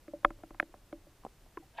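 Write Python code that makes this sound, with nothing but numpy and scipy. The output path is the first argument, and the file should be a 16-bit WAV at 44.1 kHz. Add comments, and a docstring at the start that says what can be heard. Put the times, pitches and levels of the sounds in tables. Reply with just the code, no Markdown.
"""Murky lake water and steady recorder hiss, then sinking grains knock on a camera's sealed housing.
Water, hiss: shaped noise. Knocks: damped modes tick in the shell, thud, ring the mount, sway the pole.
Short wave packets and noise clicks sharpen single knocks; bubbles are gliding tones.
At the end a splash swells: random drops through resonances. One microphone, nearly mono."""
import sys
import numpy as np
from scipy import signal
from scipy.fft import rfft, irfft
from scipy.io import wavfile
from scipy.ndimage import uniform_filter1d

SR = 44100
rng = np.random.default_rng(int(sys.argv[2]) if len(sys.argv) > 2 else 0)


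def wav_record(signal):
    """Record a signal, one row per channel, as 16-bit PCM in the file named by sys.argv[1]."""
    frames = np.transpose(np.atleast_2d(signal))
    bounded = np.clip(frames, -1, 1)
    # unit amplitude maps onto the largest positive 16-bit level
    quanta = np.round(bounded * 32767).astype(np.int16)
    wavfile.write(sys.argv[1], SR, quanta)


def rack_gain(trim_db):
    """Turn a fader trim in dB into the linear factor to multiply a signal by."""
    fader = np.asarray(trim_db, float)
    return 10 ** (fader / 20)


N = 79380


def colour(table, rms_db):
    """Noise whose spectrum follows the table, interpolated over log frequency."""
    hz, gain_db = np.array(table, float).T
    bin_hz = np.fft.rfftfreq(N, 1 / SR) + 1  # +1 avoids log(0)
    gain = rack_gain(np.interp(np.log(bin_hz), np.log(hz), gain_db))
    noise = irfft(rfft(rng.standard_normal(N)) * gain, N)
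    return noise * rack_gain(rms_db) / noise.std()


def ring(modes, rise_s, extra_db=0., length_s=0.63):
    """Damped sines that swell in over rise_s; neighbours start in opposite sense."""
    hz, level_db, t60_s = np.array(modes, float).T[:, :, None]
    t = np.arange(int(length_s * SR)) / SR
    sign = (-1.) ** np.arange(len(modes))[:, None]
    decay = np.exp(-np.log(1000) * t / t60_s)
    waves = sign * rack_gain(level_db + extra_db) * np.sin(2 * np.pi * hz * t) * decay
    return waves.sum(axis=0) * (1 - np.exp(-t / rise_s)) ** 2


def add(out, start_s, wave, peak_db):
    """Place a sound in out, scaled to a peak level."""
    i = int(start_s * SR)
    n = min(len(wave), N - i)
    out[i:i + n] += wave[:n] * rack_gain(peak_db) / np.abs(wave).max()


def band(x, hz, width_hz):
    """Two-pole resonance, gain 1 at the centre."""
    return signal.lfilter(*signal.iirpeak(hz, hz / width_hz, fs=SR), x)


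def drops(per_s, spread_db):
    """Random impulses of either sign: exponential spread in dB above 1, few large and many small."""
    chance, size, side = rng.random((3, N))
    return (chance < per_s / SR) * rack_gain(-spread_db * np.log(size + 1e-9)) * np.sign(side - .5)


# water spectrum: freq_hz, density_db (per Hz)
WATER_SPECTRUM = [(12, -30), (20, -3), (54, -10.5), (112, -14), (217, -20.5), (320, -21.5), (480, -23.5),
                  (1600, -31), (5000, -36.5), (15100, -41.5)]


def murk():
    """Shaped water noise whose level flickers on smoothed random steps."""
    flicker_db, steps_per_s = 0.5, 15  # flicker: rms of the steps before smoothing
    k = SR // steps_per_s
    steps = np.repeat(rng.standard_normal(N // k + 1), k)[:N]
    return colour(WATER_SPECTRUM, -61.5) * rack_gain(flicker_db * uniform_filter1d(steps, k))


# difference-channel hiss spectrum: freq_hz, density_db (per Hz)
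HISS_SPECTRUM = [(12, -72), (20, -38), (178, -12), (328, -8.5), (525, -10), (620, -9), (10200, -8),
                 (15000, -16.5)]


def hiss():
    """Recorder hiss: shaped noise in opposite sense left and right."""
    return colour(HISS_SPECTRUM, -77) * np.array([[1], [-1]])


# pole modes: pitch_hz, level_db, t60_s
POLE_MODES = [(31.9, -0.5, 0.35), (103, -19.5, 0.78)]
POLE_RISE_S = 0.0041


def pole_stir():
    """The current stirs the pole: noise drives its damped modes."""
    stir = signal.fftconvolve(rng.standard_normal(N), ring(POLE_MODES, POLE_RISE_S))[:N]
    return stir / stir.std() * rack_gain(-72)


# thin shell modes: pitch_hz, level_db, t60_s
SHELL_MODES = [(620, 0.5, 0.021), (759, -2, 0.027), (1030, -1.5, 0.02), (1250, -9.5, 0.018),
               (1341.5, -4.5, 0.019), (1700, -3.5, 0.011), (2149, -4.5, 0.014), (2520, -9, 0.018),
               (2925, -6.5, 0.0085), (3350, -1.5, 0.0093), (4250, -12, .012)]
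# thud modes: pitch_hz, level_db, t60_s
THUD_MODES = [(130, -8, 0.044), (242.2, 2.5, 0.037), (357, 2, .035), (490, -4.5, 0.023)]
# mount's low ring, a beating pair and a weak mode: pitch_hz, level_db, t60_s
LOW_RING_MODES = [(330.8, 6, 0.15), (288.8, 0.5, 0.17), (395, -23, 0.068)]
# mount's high ring: pitch_hz, level_db, t60_s
HIGH_RING_MODES = [(582, 10, 0.074), (600, -29, 0.11), (750, -20, 0.1)]
SHELL_RISE_S = 0.00044


def far_ticks():
    """Far grains: random impulses strike shell and mount modes, fading steadily."""
    per_s, spread_db, start_db, fade_db_per_s = 40, 3, -70.5, 4  # start_db: smallest tick's peak at 0 s
    modes = THUD_MODES + SHELL_MODES[:5] + LOW_RING_MODES + HIGH_RING_MODES
    body = ring(modes, SHELL_RISE_S, length_s=.2)
    far = signal.fftconvolve(drops(per_s, spread_db), body / np.abs(body).max())[:N]
    return far * rack_gain(start_db - fade_db_per_s * np.arange(N) / SR)


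# knocks that sway the pole: start_s, peak_db
POLE_SWAYS = [(.0803, -62), (.1358, -65), (0.248, -38), (.4357, -69.5), (0.5074, -50), (0.626, -69),
              (0.9251, -53.5), (1.235, -62), (1.573, -68)]


def sways():
    """Stronger pushes set the pole's damped modes swinging."""
    out = np.zeros(N)
    for start_s, peak_db in POLE_SWAYS:
        add(out, start_s, -ring(POLE_MODES, POLE_RISE_S), peak_db)
    return out


# grain knocks: start_s, tick_peak_db, tick_centre_hz, tick_spread_octaves,
# thud_peak_db, low_ring_peak_db, high_ring_peak_db
GRAIN_KNOCKS = [(0.0804, -49.5, 1610, 0.49, -46, -45, -45.5),
                (0.1356, -58.5, 1230, 0.88, -44.5, -43.5, -33),
                (0.2315, -54.5, 1180, 0.49, -65.5, -57, -52), (0.2473, -10.5, 1250, 0.81, -30.5, -37, -28),
                (0.3044, -36.5, 1206, 0.74, -40.5, -46.5, -50), (.387, -60, 1300, .5, -63, -66, -59),
                (.401, -56, 900, .6, -60, -66, -66.5), (0.4349, -41.5, 926, 1, -43.5, -48.5, -55.5),
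                (0.5064, -43.5, 970, 1, -45.5, -53, -52.5), (0.5454, -43.5, 1110, 0.88, -54, -61, -60),
                (0.5988, -21, 1700, 0.64, -39.5, -48, -42), (0.6257, -46, 2000, 0.87, -39, -48.5, -51.5),
                (0.7401, -41, 980, 0.77, -51.5, -66.5, -51.5), (0.927, -48, 1224, 0.31, -41, -40, -39.5),
                (1.235, -49.5, 1140, .5, -65.5, -66.5, -67), (1.2495, -34, 798, 0.54, -44.5, -58, -65),
                (1.2635, -41, 1051, 0.54, -43.5, -80, -71), (1.462, -54, 705, 0.5, -60, -83.5, -71.5),
                (1.572, -36, 1300, 0.61, -50.5, -48, -62.5)]


def knocks():
    """Each grain wakes the shell modes near its tick centre, thuds and rings the mount."""
    thud_rise_s, ring_rise_s, scatter_db = 0.001, 0.00073, 2.5
    out, shell_hz = np.zeros(N), np.array(SHELL_MODES)[:, :1]
    thud = ring(THUD_MODES, thud_rise_s)
    low, high = ring(LOW_RING_MODES, ring_rise_s), ring(HIGH_RING_MODES, ring_rise_s)
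    for start_s, tick_db, centre_hz, octaves, thud_db, low_db, high_db in GRAIN_KNOCKS:
        reach_db = -6 * (np.log2(shell_hz / centre_hz) / octaves) ** 2
        reach_db = reach_db + scatter_db * rng.standard_normal((len(SHELL_MODES), 1))
        add(out, start_s, -ring(SHELL_MODES, SHELL_RISE_S, reach_db, length_s=.08), tick_db)
        add(out, start_s, thud, thud_db)
        add(out, start_s, low, low_db)
        add(out, start_s, high, high_db)
    return out


# notes in single knocks, by where the grain lands: envelope_peak_s, pitch_hz, length_cycles, peak_db
KNOCK_NOTES = [(0.0807, 1380, 2.5, -49), (0.2489, 1193, 4.15, -11), (0.2493, 1030, 5.8, -17),
               (.25, 626, 3.7, -20.5), (0.2489, 3350, 9.6, -29.5), (.3075, 2000, 3.8, -59),
               (.4372, 665, 4.9, -43), (0.4364, 1390, 3, -51), (0.5073, 1150, 1.8, -46.5),
               (0.5467, 1840, 3.3, -57), (0.6001, 1636, 3.5, -14), (.5998, 2200, 5.1, -20.5),
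               (0.5997, 3120, 2.26, -33.5), (.6015, 690, 3.64, -29.5), (.628, 1650, 3.8, -38.5),
               (.629, 650, 2.3, -34.5), (.7416, 620, 2.5, -48.5), (.928, 1465, 4.8, -45.5),
               (.9285, 2200, 8.7, -53), (.93, 744, 6, -48), (1.2507, 520, 1.03, -29.5),
               (1.2654, 564, 1.2, -34), (1.575, 375, 2.6, -36), (1.5769, 1058, 7.4, -37.5)]


def notes():
    """Wave packets of a few cycles, each with a chance phase; the rise is shorter than the fall."""
    rise_share = 0.66
    out, t = np.zeros(N), np.arange(-SR // 100, SR // 100) / SR
    side = np.where(t < 0, rise_share, 1)
    for peak_s, hz, cycles, peak_db in KNOCK_NOTES:
        envelope = np.exp(-(2 * t * hz / cycles / side) ** 2)
        wave = np.cos(2 * np.pi * (hz * t + rng.random()))
        add(out, peak_s + t[0], wave * envelope, peak_db)
    return out


# treble clicks of hard grains: start_s, peak_db, centre_hz, width_hz (each of two passes)
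HARD_CLICKS = [(0.248, -47, 5300, 2020), (.3065, -56.5, 6700, 1990), (.5995, -41, 11030, 3500),
               (0.5999, -41.5, 4200, 1956), (0.6277, -62, 9100, 3000), (0.6289, -60, 3300, 1500),
               (0.9276, -59.5, 2950, 400), (0.9265, -57, 3600, 400), (1.2498, -52, 7140, 2000),
               (1.25, -62, 3420, 600), (1.2502, -52, 2500, 900), (1.573, -53, 2870, 1170)]


def clicks():
    """Very short decaying noise bursts, resonated twice around a centre."""
    t60_s = 0.0041
    out, t = np.zeros(N), np.arange(SR // 50) / SR
    for start_s, peak_db, hz, width_hz in HARD_CLICKS:
        burst = rng.standard_normal(len(t)) * np.exp(-np.log(1000) * t / t60_s)
        add(out, start_s, band(band(burst, hz, width_hz), hz, width_hz), peak_db)
    return out


# bubbles: start_s, pitch_hz, peak_db, length_s (to 1/e)
BUBBLE_TONES = [(0.691, 328, -57.5, 0.023), (1.598, 312.5, -50.5, 0.019), (1.624, 763, -57, 0.02),
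                (1.785, 870, -32, 0.0049)]


def bubbles():
    """Soft tones that hold, rise a little in pitch and fade."""
    glide = 0.022  # share of pitch gained by length_s
    out = np.zeros(N)
    for start_s, hz, peak_db, length_s in BUBBLE_TONES:
        t = np.arange(int(2 * length_s * SR)) / SR
        shape = (1 - np.exp(-t * hz / .7)) * np.exp(-(t / length_s) ** 3)
        cycles = hz * t * (1 + glide * t / length_s / 2)
        add(out, start_s, shape * np.sin(2 * np.pi * cycles), peak_db)
    return out


# splash level curve: time_s, gurgle_db, body_db, fizz_db
SPLASH_LEVELS = [(1.735, -83, -76.5, -84), (1.751, -63, -70, -72), (1.76, -61, -82, -69),
                 (1.768, -60.5, -66, -69), (1.778, -58, -62, -47.5), (1.786, -44.5, -45, -51),
                 (1.8, -42, -45.5, -64)]
# low resonances: centre_hz, width_hz, level_db
GURGLE_BANDS = [(680, 120, 2.5), (900, 200, -4)]
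# middle resonances: centre_hz, width_hz, level_db
BODY_BANDS = [(1650, 200, -0.5), (1800, 200, -1), (2200, 250, -6.5)]
# high resonances: centre_hz, width_hz, level_db
FIZZ_BANDS = [(2630, 277, 2.5), (3040, 330, 1), (3506, 311, -0.5), (4352, 330, -16)]


def splash():
    """A swelling shower at the surface: dense drops excite low, middle and high resonances."""
    drops_per_s, spread_db = 4000, 3.5
    t, (time_s, *levels) = np.arange(N) / SR, np.array(SPLASH_LEVELS, float).T
    out = np.zeros(N)
    for bands, curve_db in zip((GURGLE_BANDS, BODY_BANDS, FIZZ_BANDS), levels):
        shower = drops(drops_per_s, spread_db)
        x = np.zeros(N)
        for hz, width_hz, level_db in bands:
            resonance = band(band(shower, hz, width_hz), hz, width_hz)
            x += rack_gain(level_db) * resonance / np.sqrt(width_hz)
        out += x / x.std() * rack_gain(np.interp(t, time_s, curve_db, left=-120))
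    return out


def scene():
    """One microphone; only a little hiss differs between the channels."""
    water = murk() + pole_stir() + far_ticks()
    grains = sways() + knocks() + notes() + clicks()
    mid = water + grains + bubbles() + splash()
    return mid + hiss()


def roll_off(x):
    """The treble ends steeply here."""
    return signal.sosfilt(signal.butter(12, 15240, fs=SR, output="sos"), x)


def record(dry):
    """A steep elliptic low-pass cuts the top above 15150 Hz."""
    low_pass = signal.ellip(10, .2, 60, 15150, fs=SR, output="sos")
    mix = signal.sosfilt(low_pass, dry)
    return roll_off(mix)


dry = scene()
out = record(dry)
wav_record(out)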